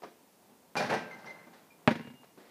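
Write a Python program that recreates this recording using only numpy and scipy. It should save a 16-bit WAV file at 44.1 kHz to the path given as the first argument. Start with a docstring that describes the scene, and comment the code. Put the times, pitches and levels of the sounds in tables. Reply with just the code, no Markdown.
"""A driveway basketball hoop, heard from a microphone close to where the ball lands.
Shoes scuff over quiet outdoor air. The ball knocks the rim, then again more softly; board and
bracket rattle and ring, and a joint squeaks as the frame sways. The ball brushes the net, drops
and bounces once on the pavement, and the houses throw the bounce back. A faint, thin squeal
follows, with a last shuffle of shoes and a rustling jacket."""
import sys
import numpy as np
from scipy import signal
from scipy.fft import rfft, irfft
from scipy.io import wavfile
from scipy.ndimage import uniform_filter1d

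SR = 44100
rng = np.random.default_rng(int(sys.argv[2]) if len(sys.argv) > 2 else 0)


def wav_record(signal):
    """Record a signal, one row per channel, as 16-bit PCM in the file named by sys.argv[1]."""
    frames = np.transpose(np.atleast_2d(signal))
    bounded = np.clip(frames, -1, 1)
    # unit amplitude maps onto the largest positive 16-bit level
    quanta = np.round(bounded * 32767).astype(np.int16)
    wavfile.write(sys.argv[1], SR, quanta)


N = 110250


def amp(db):
    return 10 ** (np.asarray(db) / 20)


def clock():
    return np.arange(N) / SR


def unit(x):
    """Scale to an energy of one."""
    return x / np.sqrt(np.sum(x ** 2) + 1e-18)


def loudest(x, db):
    """Set the level of the loudest 10 ms."""
    return x * amp(db) / np.sqrt(uniform_filter1d(x ** 2, SR // 100, mode="constant").max())


def at(x, start):
    """Place a sound at a time in an otherwise silent track."""
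    return np.pad(x, (int(start * SR), N))[:N]


def through(x, response):
    return signal.fftconvolve(x, response)[:N]


def fade(t60):
    return amp(-60 * clock() / t60)


def swell(start, rise, t60):
    """Linear attack, exponential release."""
    age = clock() - start
    return np.clip(age / rise, 0, 1) * amp(-60 * np.maximum(age - rise, 0) / t60)


def wander(rate_hz):
    """Smooth random drift with a spread of one."""
    hold = int(SR / rate_hz)
    stairs = np.repeat(rng.standard_normal(N // hold + 1), hold)
    drift = uniform_filter1d(uniform_filter1d(stairs, hold), hold)[:N]
    return drift / drift.std()


def colour(points, size=4096):
    """Causal response with a spectrum of (frequency [Hz], gain [dB]) points."""
    hz, db = np.array(points).T
    log_hz = np.log(np.arange(size // 2 + 1) * SR / size + 1)
    gain = amp(np.interp(log_hz, np.log(hz), db))
    cepstrum = irfft(np.log(gain))
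    cepstrum[1:size // 2] *= 2  # fold to minimum phase
    cepstrum[size // 2 + 1:] = 0
    return irfft(np.exp(rfft(cepstrum)))


def ring(hz, t60):
    return np.sin(2 * np.pi * hz * clock()) * fade(t60)


def clicks(per_second=3500, spread_db=1):
    """Dense tiny contacts of uneven size."""
    contacts = (rng.random(N) < per_second / SR) * np.sign(rng.standard_normal(N))
    contacts *= amp(spread_db * rng.standard_normal(N))
    return contacts / contacts.std()


# outdoor rush around the microphone (frequency [Hz], gain [dB])
AIR_COLOUR = [(25, -23), (60, 1.5), (120, -13.5), (170, -3), (250, -2), (383, -5), (600, -6.5), (900, -7),
              (1300, -16.5), (2500, -22), (6000, -33), (15000, -35.5)]


def air(rush_db=-63.5, waver_db=1, hiss_db=-67):
    """A faint, wavering outdoor rush and a steady hiss."""
    rush = through(rng.standard_normal(N), unit(colour(AIR_COLOUR)))
    return amp(rush_db - waver_db * wander(8.9)) * rush + amp(hiss_db) * rng.standard_normal(N)


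# echoes off houses and fences (delay [s], mirrored gain [dB], scattered gain [dB])
WALL_ECHOES = [(.031, -12.5, -6.5), (0.04, -15.5, -20.5), (0.079, -18, -15), (0.12, -21.5, -33),
               (0.134, -27.5, -37), (0.172, -29, -34), (.197, -26.5, -26), (.226, -31, -33),
               (.262, -37, -37)]
# what the walls mirror, mostly bass (frequency [Hz], gain [dB])
MIRRORED_COLOUR = [(50, -12), (230, 2.5), (450, -3), (1000, -10), (2500, -3.5), (15000, -30)]
# what the walls scatter, mostly treble (frequency [Hz], gain [dB])
SCATTERED_COLOUR = [(50, -21), (230, -8), (500, -8.5), (1200, -10.5), (2500, -3.5), (6000, -4.5),
                    (15000, -7)]
# diffuse reverberation of the yard (band centre [Hz], gain [dB], t60 [s])
YARD_BANDS = [(59, -41, .5), (198, -14, 0.83), (523, -12, 0.3), (1170, -16.5, 0.47), (2310, -8, 0.52),
              (5000, -8.5, 0.42), (12000, -18.5, 0.29)]


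def street_response(smear_t60=0.081):
    """Walls mirror and scatter sound back to the microphone, over a diffuse tail."""
    mirrored = sum(at([amp(db)], delay) for delay, db, _ in WALL_ECHOES)
    smears = sum(amp(db) * unit(swell(delay, 0.0016, smear_t60)) for delay, _, db in WALL_ECHOES)
    scattered = through(rng.standard_normal(N) * smears, colour(SCATTERED_COLOUR))
    spectrum = rfft(rng.standard_normal(N))
    log_hz = np.log(np.arange(N // 2 + 1) * SR / N + 1)
    log_centres = np.log([hz for hz, _, _ in YARD_BANDS])
    tail = 0
    for share, (_, db, t60) in zip(np.eye(len(YARD_BANDS)), YARD_BANDS):
        band = irfft(spectrum * np.interp(log_hz, log_centres, share), N)
        tail += amp(db) * band * unit(swell(0.0086, 0.0057, t60))
    return through(mirrored, colour(MIRRORED_COLOUR)) + scattered + tail


# shoes on the driveway (time [s], thud level [dB], scuff level [dB], rise [s], t60 [s])
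FOOTFALLS = [(0.0199, -66, -47.5, 0.00087, .05), (0.03, -46, -42, 0.0057, 0.14),
             (.513, -61, -84, 0.0034, 0.13), (1.467, -54.5, -58, 0.0047, 0.16),
             (2.231, -74, -55, 0.0022, .05), (2.373, -48, -56, .003, .07), (2.385, -68.5, -77, 0.029, 1.5)]
# a sole landing (frequency [Hz], gain [dB])
THUD_COLOUR = [(40, -20), (120, -16.5), (250, 1.5), (450, -8), (900, -25), (3000, -36), (15000, -60)]
# a sole scraping (frequency [Hz], gain [dB])
SCUFF_COLOUR = [(100, -26.5), (400, 5), (800, 2), (1150, 2), (1800, -8), (3000, -17.5), (5500, -18),
                (8000, -35), (15000, -46)]


def steps():
    """Soles thud and scrape on the driveway."""
    weight = sum(amp(db) * swell(start, rise, t60) for start, db, _, rise, t60 in FOOTFALLS)
    scrape = sum(amp(db) * swell(start, rise, t60) for start, _, db, rise, t60 in FOOTFALLS)
    thud = through(rng.standard_normal(N) * weight, unit(colour(THUD_COLOUR)))
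    scuff = through(clicks() * scrape, unit(colour(SCUFF_COLOUR)))
    return thud + scuff


# brushes of net cord and clothing (time [s], level [dB], rise [s], t60 [s])
BRUSHES = [(1.528, -56, 0.0064, 0.37), (2.24, -56.5, .002, 0.073), (2.37, -60.5, 0.018, 3.)]
# rubbing cord and cloth (frequency [Hz], gain [dB])
RUSTLE_COLOUR = [(100, -20), (500, 7), (1100, 0.5), (1800, -0.5), (3200, -8), (4800, -10), (7000, -21),
                 (15000, -35)]


def rustles():
    """Net cords brush the falling ball; a jacket rustles."""
    envelope = sum(amp(db) * swell(start, rise, t60) for start, db, rise, t60 in BRUSHES)
    return through(clicks() * envelope, unit(colour(RUSTLE_COLOUR)))


# thin squeal after the bounce (time [s], length [s], level [dB])
SQUEAL_STROKES = [(1.997, 0.14, -60), (2.128, 0.12, -63.5), (2.24, 0.11, -74)]


def squeal(pitch_hz=2830, waver=0.0014):
    """A faint, nearly pure squeal that fades in three strokes."""
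    hz = pitch_hz * (1 + waver * wander(120))
    strokes = sum(at(amp(db) * signal.windows.tukey(int(length * SR), 0.5), start)
                  for start, length, db in SQUEAL_STROKES)
    return np.sin(2 * np.pi * np.cumsum(hz) / SR) * strokes


# squeaks of the swaying frame (time [s], length [s], pitch [Hz], level [dB])
JOINT_SLIPS = [(0.77, 0.015, 2405, -28), (0.81, 0.0091, 2360, -49), (1.106, 0.009, 2105, -43),
               (1.125, .011, 2074, -41.5), (1.162, 0.024, 2080, -55), (1.219, 0.015, 2050, -55),
               (1.252, .014, 5670, -63), (1.269, 0.013, 2080, -40), (1.292, 0.019, 2063, -43.5),
               (1.337, 0.023, 2075, -53.5), (1.384, 0.016, 2070, -52.5), (1.433, 0.015, 2073, -55),
               (1.467, 0.02, 2064, -63), (1.702, 0.029, 2395, -62.5)]
# harmonics of a squeak (multiple of the pitch, gain [dB])
SQUEAK_HARMONICS = [(1, -1.5), (2, -22.5), (3, -25)]


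def frame_squeaks(rise_s=0.0069, t60=0.07, waver=0.007, rough_db=3):
    """A joint sticks and slips: rough, unsteady tones with weak overtones, each ringing briefly."""
    bend = 1 + waver * wander(250)
    roughness = amp(rough_db * wander(220))
    squeaks = 0
    for start, length, hz, db in JOINT_SLIPS:
        first = int(start * SR)
        span = slice(first, first + int((length + t60) * SR))
        phase = 2 * np.pi * np.cumsum(hz * bend[span]) / SR
        t = np.arange(len(phase)) / SR
        envelope = np.minimum(t / rise_s, 1) * amp(-60 * np.maximum(t - length, 0) / t60)
        tone = sum(amp(gain_db) * np.sin(k * phase) for k, gain_db in SQUEAK_HARMONICS)
        squeaks += at(amp(db) * tone * roughness[span] * envelope, start)
    return squeaks


# modes of rim, board and pole (frequency [Hz], level [dB], t60 [s])
FRAME_MODES = [(180, -16.5, 0.28), (253.16, -11, 0.63), (361.3, -14.5, 0.75), (454, -13, 0.17),
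               (550, -28, 0.27), (614, -10.5, 0.21), (789, -10.5, 0.3), (850, -13.5, 0.13),
               (904, -21.5, 0.32), (1066, -24.5, .2), (1300, -18, 0.082), (1573, -21.5, .9),
               (1820, -36, 0.55), (2670, -20.5, .2)]
# rattling of the loose hoop (time [s], board level [dB], bracket level [dB], rise [s], t60 [s])
RATTLE_BURSTS = [(0.755, -37, -57, .002, .15), (0.765, -31, -38, 0.0029, 0.29),
                 (0.799, -27.5, -52, 0.0031, 0.12), (0.821, -35.5, -49, 0.0024, 0.54),
                 (0.89, -29.5, -45, 0.014, 0.3), (.921, -27, -52, 0.011, 0.13),
                 (0.937, -51, -43, 0.0034, 0.12), (0.971, -43, -56, 0.0031, 0.12),
                 (1.029, -52, -75, 0.011, 0.73), (1.106, -52, -70, 0.0059, 0.66),
                 (1.186, -55.5, -64, 0.0037, 0.36), (1.251, -47.5, -60.5, 0.015, 0.34),
                 (1.344, -56.5, -79, 0.0076, 1)]
# hollow clatter of the board (frequency [Hz], gain [dB])
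BOARD_COLOUR = [(50, -20.5), (100, 1), (200, 7), (320, -4.5), (450, 7.5), (700, 7.5), (950, 6.5),
                (1200, 0.5), (1600, 2.5), (2500, -6), (4000, -23.5), (8000, -54), (15000, -53)]
# bright chatter of the bracket (frequency [Hz], gain [dB])
BRACKET_COLOUR = [(200, -35), (1500, -21.5), (3000, -2.5), (4200, 3.5), (5700, 0), (7200, -12),
                  (10500, -13), (15000, -26)]
# the ball striking the rim (time [s], level [dB])
RIM_STRIKES = [(0.7548, -34.5), (1.245, -49.5)]
# knock of ball on rim (frequency [Hz], gain [dB])
KNOCK_COLOUR = [(50, -33), (120, -5), (200, 6.5), (400, -5.5), (900, 4), (1600, 1), (3000, -22),
                (6000, -29), (15000, -40)]


def hoop(knock_t60=0.066, knock_ring_db=-8.5, rattle_ring_db=-3):
    """Farther off, the ball knocks the rim; board and bracket rattle and keep the frame ringing."""
    modes = sum(amp(db) * unit(ring(hz, t60)) for hz, db, t60 in FRAME_MODES)
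    board_power = bracket_power = 0
    for start, board_db, bracket_db, rise, t60 in RATTLE_BURSTS:
        burst = swell(start, rise, t60)
        board_power += (amp(board_db) * burst) ** 2
        bracket_power += (amp(bracket_db) * burst) ** 2
    board = clicks() * np.sqrt(board_power)
    bracket = clicks() * np.sqrt(bracket_power)
    sound = through(board, unit(colour(BOARD_COLOUR))) + through(bracket, unit(colour(BRACKET_COLOUR)))
    sound += amp(rattle_ring_db) * through(board, modes)
    for start, db in RIM_STRIKES:
        contact = unit(rng.standard_normal(N) * fade(knock_t60))
        contact[0] += 1  # a sharp push ahead of the gritty tail
        knock = unit(through(contact, colour(KNOCK_COLOUR))) + amp(knock_ring_db) * unit(modes)
        sound += at(loudest(knock, db), start)
    return sound


# shell and enclosed air of the ball (frequency [Hz], relative level [dB], t60 [s])
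BALL_RESONANCES = [(156.7, -2.5, 0.042), (237.3, 2.5, 0.05), (405.6, -4.5, 0.047), (612, -1.5, 0.061),
                   (790, -3.5, 0.057), (944, -8, 0.074), (1084, -9, .04), (1520, -17, 0.057),
                   (1670, -6.5, .035), (1900, -22, 0.036), (2050, -16, 0.031), (2260, -21, 0.043),
                   (2683, -16, .04), (4400, -31, 0.038)]
# the slap as it reaches the microphone directly (frequency [Hz], gain [dB])
SLAP_COLOUR = [(30, -31), (70, -25), (130, -17.5), (400, 6.5), (900, 8.5), (1250, -8.5), (1800, 8),
               (3500, -6.5), (4600, -8), (5600, -22), (8000, -23), (11000, -33), (15000, -34)]
# grit crunching under the ball (frequency [Hz], gain [dB])
GRIT_COLOUR = [(100, -26), (500, -5), (1100, 7.5), (1800, 5), (3000, 0), (4600, -12.5), (5600, -23.5),
               (8000, -29), (11000, -30), (15000, -41)]
# the part of the slap that spreads sideways to the houses (frequency [Hz], gain [dB])
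SIDEWAYS_SLAP = [(50, -4), (130, -2), (400, 7.5), (900, 7), (1250, 5), (1800, 3), (2800, -7), (4200, -11.5),
                 (6000, -18), (8000, -27), (11000, -24.5), (15000, -36)]
# the share of the ball's ring that spreads sideways (frequency [Hz], gain [dB])
SIDEWAYS_RING = [(100, 1), (280, -1), (450, 1.5), (620, -19), (1000, -3), (1700, -9), (5000, -4)]


def bounce(start=1.876, contact_s=0.0013, grit_t60=0.083):
    """The ball slaps gritty pavement and rings; returns the close sound and what reaches the walls."""
    modes = sum(amp(db) * ring(hz, t60) for hz, db, t60 in BALL_RESONANCES)
    body = loudest(modes * np.minimum(clock() / contact_s, 1), db=-16)
    slap = loudest(at(colour(SLAP_COLOUR), 0), db=-25.5)
    crunch = rng.standard_normal(N) * fade(grit_t60)
    grit = loudest(through(crunch, colour(GRIT_COLOUR)), db=-25)
    side_slap = loudest(at(colour(SIDEWAYS_SLAP), 0), db=-20.5)
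    side_ring = through(body, colour(SIDEWAYS_RING))
    return at(body - slap + grit, start), at(side_ring + side_slap, start)


def scene(squeak_send_db=-7):
    """Hoop, ball and shoes reach one microphone directly and by way of the street."""
    far = hoop() + steps() + rustles()
    squeaks = frame_squeaks()
    close, sideways = bounce()
    echoes = through(far + sideways + amp(squeak_send_db) * squeaks, street_response())
    return (far + squeaks + close + squeal() + echoes + air())[None]


def record(dry, low_cut_hz=105, top_hz=15300):
    """The recorder thins the deep bass and cuts the top of the treble."""
    low_cut = signal.butter(4, low_cut_hz, "high", fs=SR, output="sos")
    high_cut = signal.ellip(10, 0.2, 70, top_hz, fs=SR, output="sos")
    return signal.sosfilt(high_cut, signal.sosfilt(low_cut, dry))


dry = scene()
out = record(dry)
wav_record(out)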